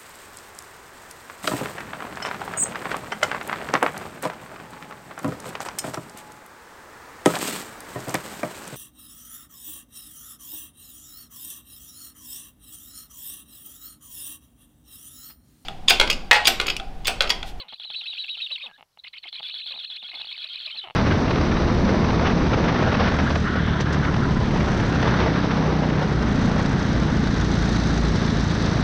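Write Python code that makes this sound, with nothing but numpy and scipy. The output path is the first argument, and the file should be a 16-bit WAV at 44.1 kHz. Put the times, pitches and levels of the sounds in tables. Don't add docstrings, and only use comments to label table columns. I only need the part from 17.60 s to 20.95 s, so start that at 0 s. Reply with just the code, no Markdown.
import sys
import numpy as np
from scipy import signal
from scipy.fft import rfft, irfft
from scipy.io import wavfile
from scipy.ndimage import uniform_filter1d

SR = 44100
rng = np.random.default_rng(int(sys.argv[2]) if len(sys.argv) > 2 else 0)


def inscribe(sig):
    pcm = np.round(np.clip(np.atleast_2d(sig).T, -1, 1) * 32767)
    wavfile.write(sys.argv[1], SR, pcm.astype(np.int16))


N = 147735

# (start [s], second turn after start [s], length [s], held pitch [Hz], last dip [Hz], level [dB],
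# end accent [dB])
WARBLES = [(-.044, 0.038, 0.071, 3140, 2890, -46, 5.5), (0.082, 0.042, 0.066, 3210, 2845, -43, 5.5),
           (0.196, 0.037, .056, 3250, 2757, -40, 1.5), (0.299, 0.034, 0.051, 3250, 2920, -37, 7),
           (0.415, 0.041, 0.055, 3200, 2566, -38.5, 8), (.535, 0.041, 0.12, 3200, 2730, -39.5, -7),
           (0.654, 0.038, 0.052, 3180, 2670, -43.5, -2), (0.764, 0.049, 0.064, 3155, 2640, -40.5, 4.5),
           (0.884, .042, 0.042, 2900, 2500, -43.5, -6), (1.725, 0.024, 0.045, 3930, 2900, -36.5, 1.5),
           (1.827, 0.055, 0.073, 3426, 3190, -36.5, 4.5), (1.940, 0.044, 0.077, 3408, 2955, -37, 1.5),
           (2.063, 0.043, 0.062, 3266, 3024, -34.5, 3.5), (2.189, 0.042, 0.063, 3300, 2726, -37, 5),
           (2.299, 0.045, .074, 3363, 3060, -37, 1.5), (2.425, .055, 0.0783, 3287, 2407, -38.5, 3),
           (2.547, 0.054, 0.073, 3407, 3126, -37.5, 7.5), (2.669, 0.043, 0.062, 3247, 2906, -37, 7),
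           (2.776, 0.052, 0.072, 3245, 3150, -38, 11), (2.886, 0.056, 0.076, 3207, 3180, -37, 7.5),
           (2.999, 0.047, 0.072, 3220, 2833, -37.5, 7), (3.104, 0.051, 0.095, 3134, 2407, -38.5, 3.5),
           (3.198, .120, 0.052, 3087, 2800, -40, 0)]
# (time from start [s], pitch [Hz] or 0 for the held pitch, level [dB])
WARBLE_OPENING = [(0, 4506, -7.5), (.004, 3290, 6.5), (.007, 4239, -8.5), (.010, 4255, 1), (.018, 0, -1),
                  (0.022, 0, 0.5)]
# (time from second turn [s], level [dB])
WARBLE_CLOSE = [(-.010, 0.5), (-.003, -6.5), (.002, 1.5), (.010, -1), (.017, 0), (0.051, 3.5)]
# (centre [s], time before [s], time after [s], centre pitch [Hz], depth [Hz], level [dB])
ARCHES = [(.175, .022, .022, 4800, 1200, -55), (.378, .02, .03, 4400, 400, -41),
          (.612, .02, .022, 4350, 400, -43), (.783, .012, .012, 3950, 400, -41),
          (1.395, .008, .008, 3700, -700, -46), (1.937, .037, .02, 4100, 1900, -40),
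          (2.053, .038, .012, 4200, 1700, -40), (2.170, .045, .025, 4000, 1600, -40),
          (2.285, .036, .025, 4200, 1800, -42), (2.398, .030, .028, 3700, 1400, -42),
          (1.790, .014, .012, 3300, -200, -41), (1.145, .012, .012, 3800, 200, -58),
          (1.13, .04, .04, 1600, -150, -61)]
# (rise at [s], top length [s], top [Hz], foot [Hz], level [dB])
FLATS = [(0.248, 0.044, 4050, 3100, -38), (0.354, 0.049, 4050, 2757, -32.5),
         (0.473, 0.049, 3917, 2737, -31.5), (0.584, 0.051, 3973, 2676, -32),
         (0.696, .048, 3940, 2703, -31.5), (0.816, 0.043, 3862, 2736, -29),
         (.916, 0.035, 3944, 2750, -29.5), (1.026, 0.032, 3834, 2547, -33.5)]
# (start [s], length [s], low [Hz], bounce [Hz], top [Hz], level [dB])
DIPS = [(1.436, 0.054, 2000, 2890, 4600, -39.5), (1.528, 0.065, 2111, 3155, 4600, -39.5),
        (1.627, 0.073, 2080, 3200, 4600, -38.5), (1.743, 0.063, 2300, 2435, 4700, -41),
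        (1.848, 0.073, 2250, 2400, 3000, -44.5), (2.505, 0.058, 2078, 2926, 4400, -38.5),
        (2.587, 0.081, 2520, 2930, 4700, -38), (2.699, 0.08, 2268, 2597, 4600, -39),
        (2.81, .075, 2370, 2626, 4700, -39.5), (2.925, 0.082, 2297, 2614, 4700, -39),
        (3.071, 0.048, 2300, 2673, 3000, -36.5), (0.976, 0.049, 2400, 3064, 2600, -40.5)]
# (share of length [1], level [dB])
DIP_ENVELOPE = [(0, -13), (0.122, 0.5), (0.222, -0.5), (.3, -6), (.42, -6.5), (0.549, -4.5), (0.651, -1.5),
                (0.781, -1.5), (.88, 2), (1, -12)]
# (warble [dB], flat [dB], arch [dB], dip [dB])
RASP_DB = [-11.5, -24.5, -25, -9.5]
UNDERTONE_DB = [-26, -50, -40, -24]
OCTAVE_DB = [-31.5, -11.5, -28, -8]
BREATH_DB = [-6, -15, -27.5, -13.5]
# (time [s], level [dB])
CROWD_ENVELOPE = [(0, -27), (0.033, -62.5), (.06, -99), (.18, -48.5), (.22, -53.5), (0.452, -43.5),
                  (.68, -40.5), (0.899, -43), (1.069, -45), (1.11, -62), (1.18, -62.5), (1.24, -86),
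                  (1.422, -71), (1.7, -55.5), (1.851, -39.5), (2.2, -44.5), (2.4, -57), (2.552, -48.5),
                  (3.1, -42), (3.16, -65), (3.301, -59), (3.35, -69)]
# (start [s], length [s], first rate [Hz], last rate [Hz], level [dB])
CROAKS = [(0, 0.038, 589.5, 484.6, -47.5), (0.045, 0.047, 300, 130, -55), (.125, 0.013, 300, 164.1, -44.5),
          (0.91, 0.018, 611, 476, -50), (1.037, 0.026, 593, 460, -50), (1.051, 0.064, 323.5, 150, -52.5),
          (1.181, 0.023, 300.3, 225, -54), (1.654, 0.012, 395, 294, -49), (2.107, 0.036, 601, 492, -53),
          (2.139, .03, 302.8, 149, -50.5), (2.427, .018, 288.6, 136.8, -50.5), (2.533, .03, 357, 247, -50),
          (2.846, 0.015, 656, 595, -58.5), (3.070, 0.014, 638, 585, -53),
          (3.145, 0.028, 322.7, 161.5, -55.5), (3.218, 0.025, 613, 620, -72), (3.239, 0.029, 423, 307, -43)]
# (time [s], level [dB])
CLICKS = [(0.089, -44), (0.2, -42), (0.253, -40), (0.302, -33.5), (0.308, -42), (0.386, -49.5),
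          (0.42, -41.5), (0.496, -47), (0.534, -41.5), (0.646, -42.5), (0.773, -40.5), (1.113, -39),
          (1.209, -36), (1.227, -35.5), (1.374, -40), (1.447, -45.5), (1.64, -46), (1.729, -41),
          (1.8, -33.5), (1.806, -31), (1.828, -40.5), (1.941, -42.5), (2.062, -43), (2.162, -37),
          (2.177, -36.5), (2.189, -44), (2.302, -45), (2.49, -48), (2.514, -43.5), (2.573, -37),
          (2.598, -35.5), (2.613, -33.5), (2.629, -43), (2.646, -38), (2.668, -43), (2.712, -48),
          (2.776, -45), (3.105, -65), (3.198, -63), (3.273, -30), (3.276, -31), (3.285, -31.5),
          (3.286, -34), (3.3, -28), (3.308, -28)]
# (frequency [Hz], gain [dB], T60 [s])
THROAT_MODES = [(180, -13, 0.023), (836.5, -1.5, 0.013), (1130, -1, 0.0054), (1940, -13, 0.0033),
                (2320, 0.5, 0.0045), (2780, 0, 0.0076), (3430, -7.5, 0.003)]
# (frequency [Hz], gain [dB])
BREATH_SPECTRUM = [(20, -49.5), (600, -17), (1500, -21.5), (2500, -6.5), (3500, 4), (4600, -10), (6000, -1),
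                   (22000, -24)]
MIC_RESPONSE = [(20, -17), (1500, 1.5), (2500, -1.5), (4200, 0), (4800, -13.5), (5500, -19), (6500, -43),
                (9000, -45), (13000, -52), (22000, -65.5)]
OVERLOAD_SPECTRUM = [(20, -46), (300, -15), (1000, -11.5), (2500, -10.5), (5500, -4), (6800, -9),
                     (8200, 4.5), (11500, -8.5), (13500, 2.5), (16000, -20)]
FIZZ_SPECTRUM = [(20, -24.5), (1000, -17.5), (5000, 1.5), (6800, -10), (8500, -2.5), (12000, -9.5),
                 (14000, -32), (16000, -31.5)]
HISS_SPECTRUM = [(15, -7.5), (30, -2), (100, -2), (300, -13), (1000, -8), (3000, -18.5), (5500, -11.5),
                 (7000, -19.5), (11000, -18.5), (16000, -22)]


def amp(db):
    return 10 ** (np.asarray(db, float) / 20)


def unit_rms(x):
    return x / np.sqrt(np.mean(x ** 2) + 1e-20)


def colour(x, spectrum):
    hz, db = np.transpose(spectrum)
    bins_hz = np.fft.rfftfreq(len(x), 1 / SR)
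    return irfft(rfft(x) * amp(np.interp(np.log(bins_hz + 1), np.log(hz + 1), db)), len(x))


def noise(spectrum):
    return unit_rms(colour(rng.standard_normal(N), spectrum))


def drift(cutoff_hz):
    return unit_rms(signal.lfilter(*signal.butter(2, cutoff_hz, fs=SR), rng.standard_normal(N)))


def chirps(low_hz, high_hz, each_per_s):
    out, t = np.zeros(N), np.arange(400) / SR
    for hz, glide_hz_per_s in rng.uniform([low_hz, -109000], [high_hz, 109000], (14, 2)):
        pitch_hz = hz + glide_hz_per_s * (t - t.mean())
        chirp = np.hanning(len(t)) * np.sin(2 * np.pi * np.cumsum(pitch_hz) / SR)
        hits = rng.random(N) < each_per_s / SR
        accent = amp(3.4 * np.minimum(rng.exponential(1, N), 4))
        out += signal.oaconvolve(hits * accent, chirp, "same")
    return unit_rms(out)


def voice(notes, rasp_db, undertone_db, octave_db, breath_db):
    t, out = np.arange(N) / SR, np.zeros(N)
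    wobble = 1 + 0.012 * drift(580) + 0.01555 * drift(70)
    flutter = amp(3 * np.minimum(drift(278), 1.2))
    rasp = amp(rasp_db) * chirps(2089, 4916, each_per_s=45)
    undertone_gain = amp(undertone_db + np.clip(4 * drift(42), -12, 5))
    breath = amp(breath_db) * noise(BREATH_SPECTRUM) * amp(2.2 * drift(130))
    for times_s, hz, db, end_s in notes:
        on = slice(max(round(times_s[0] * SR), 0), round(end_s * SR))
        gate = np.clip(np.minimum((t[on] - times_s[0]) / 0.0021, (end_s - t[on]) / 0.0012), 0, 1)
        envelope = gate * amp(np.interp(t[on], times_s, db))
        pitch_hz = uniform_filter1d(np.interp(t[on], times_s, hz), size=60, mode="nearest")
        phase = 2 * np.pi * np.cumsum(pitch_hz * wobble[on]) / SR
        tone = np.sin(phase) + amp(octave_db) * np.sin(2 * phase)
        tone += undertone_gain[on] * np.sin(0.44 * phase)
        out[on] += envelope * (np.sqrt(2) * tone * flutter[on] + rasp[on] + breath[on])
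    return out


def warble(start_s, turn_s, length_s, held_hz, dip_hz, db, accent_db):
    peak_hz, end_hz, sag_hz = 4300, 4097, 304
    open_s, open_hz, open_db = np.transpose(WARBLE_OPENING)
    close_s, close_db = np.transpose(WARBLE_CLOSE)
    times_s = start_s + np.maximum.accumulate(np.r_[open_s, turn_s + close_s])
    close_hz = [held_hz, peak_hz, peak_hz, dip_hz, end_hz, end_hz - sag_hz]
    hz = np.r_[np.where(open_hz == 0, held_hz, open_hz), close_hz]
    shape_db = np.r_[open_db, close_db[:-2], close_db[-2:] + accent_db]
    return times_s, hz, db + shape_db, start_s + length_s


def crowd():
    others = chirps(2300, 4966, each_per_s=40)
    treble_fizz = amp(11) * chirps(7190, 12790, each_per_s=11)
    return (others + treble_fizz) * amp(np.interp(np.arange(N) / SR, *np.transpose(CROWD_ENVELOPE)))


def throat():
    pulse_db, fundamental_db = 8.5, -5.5
    pulses, fundamental, t = np.zeros(N), np.zeros(N), np.arange(1500) / SR
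    ring = sum(amp(db - 60 * t / t60_s) * np.sin(2 * np.pi * hz * t) for hz, db, t60_s in THROAT_MODES)
    ring *= np.minimum(t / 0.00055 + 0.2, 1)
    shimmer, jitter = amp(3 * rng.standard_normal(N)), 0.05 * drift(200)
    for start_s, length_s, first_hz, last_hz, db in CROAKS:
        on = np.arange(round(start_s * SR), round((start_s + length_s) * SR))
        unevenness = (300 / first_hz) ** 2
        rate_hz = np.geomspace(first_hz, last_hz, len(on)) * (1 + jitter[on] * unevenness)
        cycles = np.cumsum(rate_hz) / SR
        train = np.diff(np.ceil(cycles), prepend=0)
        pulses[on] += amp(db + pulse_db) * train * shimmer[on] ** unevenness
        swell = np.sqrt(np.hanning(len(on)))
        fundamental[on] += amp(db + fundamental_db) * swell * np.sin(2 * np.pi * cycles)
    for time_s, db in CLICKS:
        pulses[round(time_s * SR)] += amp(db)
    return signal.oaconvolve(pulses, ring - ring.mean())[:N] + fundamental


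def arch(centre_s, before_s, after_s, centre_hz, depth_hz, db):
    steps = np.arange(-8, 9) / 8
    offsets_s = steps * np.where(steps < 0, before_s, after_s)
    bend = (offsets_s / max(before_s, after_s)) ** 2
    return centre_s + offsets_s, centre_hz - depth_hz * bend, db + 4 * bend, centre_s + after_s


def flat(rise_at_s, top_s, top_hz, foot_hz, db):
    lead_s, rise_s, fall_s, foot_s = 0.016, 0.00422, 0.00792, 0.0075
    lead_drop, sag = 0.0954, 0.0436
    times_s = rise_at_s + np.cumsum([-lead_s, lead_s - rise_s / 2, rise_s, top_s, fall_s, foot_s])
    hz = [foot_hz * (1 - lead_drop), foot_hz, top_hz, top_hz * (1 - sag), foot_hz, foot_hz]
    return times_s, hz, db + np.array([-8, 0, 1, -5, 2, -10]), times_s[-1]


def dip(start_s, length_s, low_hz, bounce_hz, top_hz, db):
    share, shape_db = np.transpose(DIP_ENVELOPE)
    hz = [top_hz * 0.95, top_hz * 0.85, low_hz, low_hz * 1.04, bounce_hz, bounce_hz,
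          low_hz, (low_hz + top_hz) / 2, top_hz, top_hz * 0.93]
    return start_s + length_s * share, hz, db + shape_db, start_s + length_s


def forest_scatter(x, t60_s=0.07):
    t = np.arange(SR // 4) / SR
    taps = rng.choice([-1., 1.], len(t)) * (rng.random(len(t)) < 0.05)
    taps *= amp(-60 * t / t60_s) * (t > 0.002)
    return signal.oaconvolve(x, taps / np.linalg.norm(taps))[:N]


def scene():
    kinds = [(warble, WARBLES), (flat, FLATS), (arch, ARCHES), (dip, DIPS)]
    chicks = np.zeros(N)
    for (contour, rows), *parts_db in zip(kinds, RASP_DB, UNDERTONE_DB, OCTAVE_DB, BREATH_DB):
        chicks += voice([contour(*row) for row in rows], *parts_db)
    chicks += crowd() + throat()
    return (chicks + amp(-13) * forest_scatter(chicks))[None]


def record(dry):
    heard = colour(dry[0], MIC_RESPONSE)
    overload = colour(amp(-18) * heard ** 2 + amp(10) * heard ** 3, OVERLOAD_SPECTRUM)
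    running_rms = np.sqrt(abs(uniform_filter1d(heard ** 2, size=300)))
    fizz = amp(-36) * running_rms * noise(FIZZ_SPECTRUM)
    hiss = amp(-72.5) * noise(HISS_SPECTRUM)
    lowpass = signal.firwin(511, cutoff=15750, window=("kaiser", 9), fs=SR)
    return signal.oaconvolve(heard + overload + fizz + hiss, lowpass, "same")[None]


dry = scene()
out = record(dry)
inscribe(out)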